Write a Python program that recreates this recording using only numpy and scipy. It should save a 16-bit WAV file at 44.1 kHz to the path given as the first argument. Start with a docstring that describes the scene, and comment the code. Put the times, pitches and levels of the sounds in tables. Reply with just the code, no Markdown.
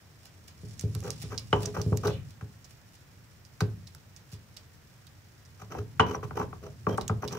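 """A stone pestle mashes tomatoes in a stone mortar, close and in stereo, over quiet open-air ambience.
Soft squelches lead into a first bout (0.7-2.1 s): blows thud through the pulp into the counter, stone
knocks and grates on the rough bowl, skins burst and squirt, and the pulp sucks back with a slurp.
Then the pestle mostly presses and turns, with a wet crackle, stray squirts and the odd knock.
A second bout in thin pulp (5.7-7.4 s) brings the hardest knock, squeaks on bare stone and last squirts."""
import sys
import numpy as np
from scipy import signal
from scipy.io import wavfile

SR = 44100
rng = np.random.default_rng(int(sys.argv[2]) if len(sys.argv) > 2 else 0)


def transcribe(signal):
    """Save signal, clipped to [-1, 1], as a 16-bit WAV file at the path in sys.argv[1]."""
    frames = np.atleast_2d(signal).T
    limited = np.clip(frames, -1, 1)
    pcm = np.round(limited * 32767).astype(np.int16)
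    wavfile.write(sys.argv[1], SR, pcm)


N = 325458
TIME = np.arange(N) / SR
RING_TIME = TIME[:SR // 2]

# outdoor bed: f/Hz, spectral level/dB
AIR_COLOUR = [(25, 0), (108, -6), (1100, -16), (1650, -14), (3250, -22.5), (6050, -28), (11300, -34),
              (14800, -25.5)]
# stereo image of the noises: f/Hz, left-right correlation
STEREO_LIKENESS = [(30, 0.4), (100, 0.92), (420, 0.55), (1800, 0.064), (14000, 0.045)]
# decay of the kitchen shelter's reflections: f/Hz, t60/s
SHELTER_DECAY = [(100, 0.28), (3000, 0.26), (14000, 0.019)]
# rumble of the wobbling mortar: f/Hz, spectral level/dB
ROCKING_COLOUR = [(50, -40), (80, -2.5), (108, 0), (140, -4.5), (200, -14.5), (300, -24.5), (1000, -57)]
# bright scatter off the bowl's wall, for splashes and the crack of a knock: f/Hz, spectral level/dB
WALL_COLOUR = [(800, 9.5), (2500, -0.5), (4500, -3.5), (8500, -7.5), (11500, -9), (14500, -2.5)]
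# dense upper resonances of the stone: f/Hz, spectral level/dB
STONE_TIMBRE = [(400, 4.5), (620, -4.5), (950, 2), (1450, -6), (1900, -14), (3000, -11.5), (3800, -20),
                (6000, -16), (10000, -22), (14000, -43)]
# modes of the mortar on the counter: f/Hz, level/dB, t60/s
COUNTER_RING = [(108.9, -2, 0.31), (148, -4, 0.1), (172.5, -4, 0.087), (262, -12, 0.12), (344, -6, 0.071),
                (415.4, -7.5, 0.26), (467, -8.5, 0.11), (553, -22.5, 0.12)]
# modes of the stone bowl and the air in it: f/Hz, level/dB, t60/s
BOWL_RING = [(756.6, -21, 0.11), (825, -20.5, 0.078), (907.5, -9, 0.061), (1019, -9, 0.037),
             (1120, -9, 0.035), (1343, -0.5, 0.014), (1603, -5.5, 0.013), (1974, -5.5, 0.0085),
             (2566, -7.5, 0.0078)]
# the bowl's hollow note and the pestle's high ring after a free bounce: f/Hz, level/dB, t60/s
FREE_RING = [(991, -5, .05), (2985, 0, .022)]

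# steady mashing, in fresh fruit and then in thin pulp: start/s, end/s, rocking/dB, crackle/dB
MASHING_BOUTS = [(0.694, 2.135, -45.5, -58), (5.732, 7.38, -48.5, -74.5)]
# soft flesh gives way in a swell of crackle: t/s at the crest, level/dB
FLESH_SQUELCHES = [(0.256, -52), (0.487, -50.5), (1.076, -49), (1.227, -44), (1.632, -40), (2.306, -59),
                   (2.709, -55), (2.955, -58), (4.335, -52)]
# skins burst and juice squirts: t/s, level/dB, f/Hz, skin snap against the pops/dB
JUICE_SQUIRTS = [(0.793, -25.5, 6460, -4), (0.8088, -36.5, 8800, 8), (0.9486, -39.5, 5800, 14),
                 (1.003, -45, 6000, 11), (1.036, -41.5, 6600, 11), (1.104, -24, 5500, 0.5),
                 (1.378, -18, 4600, -29), (1.6558, -21, 5900, -2), (1.814, -27.5, 4950, -3.5),
                 (1.9712, -33, 6340, 10.5), (2.069, -24.5, 4120, -10), (2.644, -39.5, 5430, -21),
                 (3.4472, -43, 5070, -8), (3.605, -23.5, 4250, -2), (3.87, -36, 4270, -14),
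                 (3.947, -47, 7760, 13), (4.1619, -38, 5800, -16), (4.5654, -32.5, 4450, -25),
                 (5.067, -41, 3700, 2.5), (5.451, -45.5, 5270, -16), (6.975, -32.5, 8400, -7),
                 (7.0097, -27.5, 3900, -8), (7.078, -27, 6700, 8), (7.276, -24, 3900, -11),
                 (7.326, -30.5, 5950, -5)]
# the pestle skids on bare stone: start/s, end/s, level/dB, f/Hz
STONE_SKIDS = [(6.028, 6.125, -56, 3000), (6.152, 6.153, -42.5, 5810), (6.894, 6.954, -57, 3170)]
# the pestle drags over the bowl: start/s, end/s, grating/dB, counter drone/dB
DRAGS = [(1.022, 1.112, -44, -37.5), (1.297, 1.364, -43, -43), (1.519, 1.711, -49.5, -37.5),
         (1.736, 1.83, -41, -33.5), (2.028, 2.119, -35.5, -27), (5.587, 5.651, -48.5, -64),
         (5.699, 5.819, -44, -39.5), (6.058, 6.176, -40.5, -36), (6.227, 6.259, -38, -32),
         (6.349, 6.453, -41.5, -35.5), (6.614, 6.697, -52, -42.5), (6.876, 6.976, -44, -34),
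         (7.213, 7.271, -41.5, -37.5), (7.301, 7.414, -41.5, -40.5)]
# the weight of a blow reaches the counter: t/s, level/dB, contact hardness/Hz
COUNTER_THUDS = [(0.634, -27, 190), (0.838, -16, 191), (0.957, -22.5, 186), (1.239, -25, 199),
                 (1.532, -14.5, 605), (1.783, -25, 500), (1.863, -13, 196), (1.922, -14.5, 500),
                 (2.425, -27, 163), (3.619, -13, 248), (4.330, -32, 133), (5.624, -33, 168),
                 (5.788, -23, 128), (5.999, -17.5, 490), (6.872, -19.5, 398), (7.101, -16, 218)]
# the pestle bounces free after the hardest blows: t/s, level/dB
FREE_BOUNCES = [(1.529, -23.5), (6.003, -19.5)]
# stone meets stone: t/s, level/dB, contact hardness/Hz, f/Hz favoured by the struck spot
STONE_KNOCKS = [(0.949, -41, 4000, 1660), (1.319, -36.5, 1190, 1330), (1.528, -13.5, 2050, 830),
                (1.765, -27, 1270, 880), (1.926, -30, 1120, 880), (2.035, -32.5, 1500, 1300),
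                (2.410, -41, 4700, 1650), (3.6059, -24.5, 5130, 1560), (3.948, -52, 6000, 1410),
                (5.748, -32, 650, 764), (5.996, -8.5, 2500, 946), (6.146, -26, 1816, 1000),
                (6.228, -34.5, 1300, 1100), (6.308, -32, 1300, 1380), (6.374, -25, 930, 905),
                (6.398, -25, 1010, 950), (6.414, -27, 1210, 1050), (6.528, -35.5, 1300, 1240),
                (6.8675, -18.5, 935, 1130), (6.980, -21, 830, 1120), (7.0956, -22, 930, 1260),
                (7.230, -27, 899, 930)]

BOUT_RISE_S, BOUT_FALL_S = 0.12, 0.019   # time constants of leaning in and letting go


def from_db(db):
    """Decibels to gain."""
    return 10 ** (np.asarray(db) / 20)


def rms_one(x):
    """Scale to rms 1."""
    return x / np.sqrt(np.mean(x ** 2) + 1e-20)


def unit_energy(response):
    """Scale an impulse response so that it passes power unchanged."""
    return rms_one(response) / np.sqrt(response.shape[-1])


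def at_hz(points, hz):
    """Read a table on a log-frequency axis."""
    freqs, values = np.array(points).T
    return np.interp(np.log(hz), np.log(freqs), values)


def butter(x, hz, kind, order=2):
    """Causal Butterworth filter."""
    sos = signal.butter(order, np.clip(hz, 10, .45 * SR), kind, fs=SR, output="sos")
    return signal.sosfilt(sos, x + 1e-18)


def resonance(x, hz, width_hz):
    """Two-pole band-pass with gain 1 at its peak."""
    r = np.exp(-np.pi * width_hz / SR)
    feedback = [1, -2 * r * np.cos(2 * np.pi * hz / SR), r * r]
    return signal.lfilter(np.array([1, 0, -1]) * (1 - r * r) / 2, feedback, x + 1e-18)


def add(track, s, sound):
    """Mix a sound into a track at time s."""
    i = int(np.clip(round(s * SR), 0, N - 1))
    track[..., i:i + sound.shape[-1]] += sound[..., :N - i]


def through(force, response):
    """Play a force through a stereo impulse response."""
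    return signal.fftconvolve(np.atleast_2d(force), response, axes=-1)[:, :N]


def swell(start, end, rise_s, fall_s):
    """An envelope that grows to 1 at start, holds until end and dies away."""
    return np.exp(np.minimum(TIME - start, 0) / rise_s - np.maximum(TIME - end, 0) / fall_s)


def tail(s, t60):
    """An envelope that jumps to 1 at time s and dies away."""
    return (TIME >= s) * np.exp(-np.log(1000) * np.maximum(TIME - s, 0) / t60)


def together(gains):
    """Joint gain of unrelated causes: their powers add."""
    return np.sqrt(sum(gain ** 2 for gain in gains))


def noise(colour, t, t60=None):
    """Stereo noise in third-octave bands, rms 1 overall; with a t60 table each band dies away."""
    out, edges = 0, np.geomspace(22, 17000, 29)
    white = rng.standard_normal((2, 2, len(t)))
    for k, band in enumerate(zip(edges, edges[1:])):
        hz = np.sqrt(np.prod(band))
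        mid, side = butter(white[k % 2], band, "band")
        alike = at_hz(STEREO_LIKENESS, hz)
        stereo = np.sqrt(1 + alike) * mid + np.sqrt(1 - alike) * side * [[1], [-1]]
        fade = from_db(-60 * t / at_hz(t60, hz)) if t60 else 1
        out = out + from_db(at_hz(colour, hz)) * fade * stereo
    return rms_one(out)


def grains(per_s, spread_db, size=N):
    """Random clicks, most near height 1, a few louder (or softer, with a negative spread)."""
    heights = from_db(spread_db * np.minimum(rng.exponential(1, size), 4))
    return (rng.random(size) < per_s / SR) * heights * rng.choice([-1, 1], size)


def modal(modes, polarity=1):
    """A ring of decaying modes, the higher wider in stereo; negative polarity flips every other one."""
    out = 0
    for k, (hz, db, t60) in enumerate(modes):
        skew = np.arctan(hz / 1900) / 2 * np.array([[1], [-1]])
        decay = np.exp(-np.log(1000) * RING_TIME / t60)
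        out = out + polarity ** k * from_db(db) * decay * np.sin(2 * np.pi * hz * RING_TIME + skew)
    return out


def contact(hardness_hz, pitch_hz):
    """Force pulse of a blow, shorter when harder, with gain 1 at pitch_hz."""
    age = 2 * np.pi * hardness_hz * RING_TIME[:SR // 20]
    pulse = age * np.exp(-age)
    return pulse / pulse.sum() * (1 + (pitch_hz / hardness_hz) ** 2)


def outdoor_air():
    """A quiet, steady bed of low rumble and hiss."""
    return from_db(-60) * noise(AIR_COLOUR, TIME)


def stone_responses():
    """Impulse responses of bowl, counter and a free bounce: modes, then the shelter's reflections."""
    arrival = 1 - np.exp(-RING_TIME / .004)
    crack = noise(WALL_COLOUR, RING_TIME) * np.exp(-RING_TIME / 0.0011)
    scatter = arrival * noise(STONE_TIMBRE, RING_TIME, SHELTER_DECAY)
    scatter *= from_db(-1.5) * np.exp(-RING_TIME / 0.0021) + from_db(-29.5)   # early burst, faint tail
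    bowl = modal(BOWL_RING, polarity=-0.99) + from_db(-2.5) * crack + scatter
    reflections = noise([(60, -8.5), (600, -9.5)], RING_TIME, SHELTER_DECAY)
    boom = arrival * butter(reflections, hz=580, kind="low", order=4)
    counter = from_db(-4) * modal(COUNTER_RING) + from_db(-15) * boom
    ring = modal(FREE_RING)
    echo = unit_energy(arrival * noise(STONE_TIMBRE, RING_TIME, SHELTER_DECAY))
    free_ring = from_db(5) * ring + from_db(-6.5) * through(ring, echo)[:, :len(RING_TIME)]
    return bowl, counter, free_ring


def rocking(idle_db=-56.5, wobble_t60=0.75):
    """The mortar rumbles on the counter while the hand works, and wobbles on after thuds and drags."""
    causes = [from_db(idle_db)]   # the pestle only presses and turns
    causes += [from_db(db) * swell(start, end, BOUT_RISE_S, BOUT_FALL_S)
               for start, end, db, _ in MASHING_BOUTS]
    causes += [from_db(db - 19.5) * tail(s, wobble_t60) for s, db, _ in COUNTER_THUDS]
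    causes += [from_db(db - 3) * tail((start + end) / 2, wobble_t60) for start, end, _, db in DRAGS]
    return together(causes) * noise(ROCKING_COLOUR, TIME)


def crackle(idle_db=-67.5):
    """Pulp fizzes under the pestle, swells in bouts and squelches, and settles after each squirt."""
    work = [from_db(idle_db)]
    work += [from_db(db) * swell(start, end, BOUT_RISE_S, BOUT_FALL_S)
             for start, end, _, db in MASHING_BOUTS]
    spurts = [from_db(db) * swell(s, s, rise_s=0.016, fall_s=0.005) for s, db in FLESH_SQUELCHES]
    spurts += [from_db(db - 17.5) * tail(s, t60=0.049) for s, db, _, _ in JUICE_SQUIRTS]
    fizz = rms_one(grains(per_s=2200, spread_db=7))
    steady = rms_one(resonance(fizz, hz=6420, width_hz=7200))
    bright = from_db(5.5) * butter(fizz, hz=3460, kind="high", order=1)
    return together(work) * steady + together(spurts) * bright


def slurp(s=2.122, db=-49.5, top_hz=3600, sag_hz_per_s=25000, spread_hz=990, fall_s=0.032):
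    """Pulp sucks back as the pestle leaves it: tiny pops fall in pitch in a widening air pocket."""
    pitch = top_hz - sag_hz_per_s * np.clip(TIME - s, 0, 2 * fall_s)
    pops = 0
    for hz in np.linspace(1500, 4500, num=7):
        sweep = np.exp(-((hz - pitch) / spread_hz) ** 2)
        pops = pops + sweep * resonance(grains(per_s=1800, spread_db=0), hz, width_hz=200)
    return from_db(db) * swell(s, s, rise_s=0.038, fall_s=fall_s) * rms_one(pops)


def squirts(fade_s=0.006, width_hz=1700, trim_db=-22, snap_delay_s=0.0021, snap_fade_s=0.00044):
    """A string of tiny air pockets pops near one pitch, and the skin splits with a bright snap."""
    out, age = np.zeros(N), RING_TIME[:SR // 25]
    tear = np.exp(-age / snap_fade_s)
    for s, db, hz, snap_db in JUICE_SQUIRTS:
        pops = grains(per_s=5000, spread_db=7.5, size=len(age)) * np.exp(-age / fade_s)
        pockets = rms_one(resonance(resonance(pops, hz, width_hz), hz, 2 * width_hz))
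        sizzle = from_db(-27) * rms_one(butter(pops, hz=3900, kind="high"))
        snap = rms_one(butter(rng.standard_normal(len(age)) * tear, hz=2820, kind="high", order=1))
        add(out, s, from_db(db + trim_db) * (pockets + sizzle))
        add(out, s + snap_delay_s, from_db(db + trim_db + snap_db) * snap)
    return out


def juice(splash_db=-9, scatter_s=.0028, left_lag_s=.00002):
    """Dry squirts just right of centre; bowl and shelter scatter them with the crackle and slurp."""
    burst_and_tail = np.exp(-RING_TIME / scatter_s) + from_db(-9)
    scatter = unit_energy(noise(WALL_COLOUR, RING_TIME, SHELTER_DECAY) * burst_and_tail)
    pops = squirts()
    left = from_db(-6.5) * np.interp(TIME - left_lag_s, TIME, pops)   # the farther microphone port
    wet = through(from_db(splash_db) * pops + crackle() + slurp(), scatter)
    return np.array([left, pops]) + wet


def skids(edge_s=0.0031, width_hz=120):
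    """Fast slips hold the stone in a rough, narrow squeak."""
    out = 0
    for start, end, db, hz in STONE_SKIDS:
        squeak = resonance(resonance(rng.standard_normal(N), hz, width_hz), hz, width_hz)
        out = out + from_db(db) * swell(start, end, edge_s, edge_s) * rms_one(squeak)
    return out


def pressure(start, end, attack_s=0.015, release_s=0.027, sag_db_per_s=26.5):
    """Envelope of one drag: pressure builds, eases as the pestle travels, and lifts."""
    ramps = np.clip((TIME - start) / attack_s, 0, 1) * np.clip((end - TIME) / release_s, 0, 1)
    return ramps * from_db(-sag_db_per_s * np.clip(TIME - start, 0, end - start))


def grating(bowl, counter, slip_db=4, damping_s=0.13):
    """The pestle sticks and slips over the stone's pores: a scrape, a counter growl and bright grit."""
    grate = sum(from_db(db) * pressure(start, end) for start, end, db, _ in DRAGS)
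    drone = sum(from_db(db) * pressure(start, end) for start, end, _, db in DRAGS)
    flutter = rms_one(butter(rng.standard_normal(N), hz=(25, 70), kind="band"))
    clumps = from_db(slip_db * np.clip(flutter, -2, 2))
    catches = rms_one(grains(per_s=1200, spread_db=1.7) * clumps)
    friction = catches * grate
    scrape = through(friction, unit_energy(butter(bowl, hz=3200, kind="low", order=1)))
    damped = counter * np.exp(-RING_TIME / damping_s)   # the hand's weight shortens the ring
    growl = through(catches * drone, unit_energy(butter(damped, hz=201, kind="high")))
    grit = resonance(friction, hz=5940, width_hz=520)
    grit += from_db(-5.5) * resonance(friction, hz=13400, width_hz=490)
    grit += from_db(-19) * butter(friction, hz=6000, kind="high")
    return scrape + growl + from_db([[-9], [-2]]) * grit


def thuds(counter):
    """Blows cushioned by pulp shake the counter."""
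    force = np.zeros(N)
    for s, db, hardness_hz in COUNTER_THUDS:
        add(force, s, from_db(db) * contact(hardness_hz, pitch_hz=112.3))
    return through(butter(force, hz=82, kind="high", order=5), counter)


def chatter(spray_db=-12.5, fade_s=0.013):
    """One touch, then a dying spray of tiny ones as grit crumbles under the knock."""
    age = RING_TIME[:SR // 12]
    spray = grains(per_s=1400, spread_db=-3, size=len(age)) * np.exp(-age / fade_s)
    return (age == 0) + from_db(spray_db) * spray


def knocks(bowl, free_ring, rebound_s=.0045, rebound_db=4):
    """Gritty hits ring the bowl, each spot in its own colour; after the hardest the pestle bounces."""
    on_bowl, bounces = np.zeros((2, N))
    for s, db, hardness_hz, spot_hz in STONE_KNOCKS:
        force = from_db(db) * signal.fftconvolve(chatter(), contact(hardness_hz, pitch_hz=926))
        add(on_bowl, s, force + resonance(force, spot_hz, width_hz=175))
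    for s, db in FREE_BOUNCES:   # the bowl's hollow and the pestle ring, and the pestle lands again
        add(bounces, s, from_db(db) * chatter())
        add(on_bowl, s + rebound_s, from_db(db + rebound_db) * contact(hardness_hz=2560, pitch_hz=970))
    return through(on_bowl, bowl) + through(butter(bounces, hz=3900, kind="low", order=4), free_ring)


def scene():
    """Mortar, counter and pulp over the outdoor bed."""
    bowl, counter, free_ring = stone_responses()
    mortar = knocks(bowl, free_ring) + thuds(counter) + grating(bowl, counter) + skids() + rocking()
    return mortar + juice() + outdoor_air()


def record(dry):
    """Each microphone port rings at its own treble pitch; peaks are rounded, deep bass and top are cut."""
    ceiling, cutoff_hz = .6, 15600
    left, right = butter(dry, hz=39.3, kind="high", order=3)
    left = left + from_db(-8.5) * resonance(left, hz=8500, width_hz=3000)
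    right = right + from_db(1.5) * resonance(right, hz=5750, width_hz=2440)
    rounded = ceiling * np.tanh(np.array([left, right]) / ceiling)
    return signal.sosfilt(signal.ellip(10, .2, 80, cutoff_hz, fs=SR, output="sos"), rounded)


dry = scene()
out = record(dry)
transcribe(out)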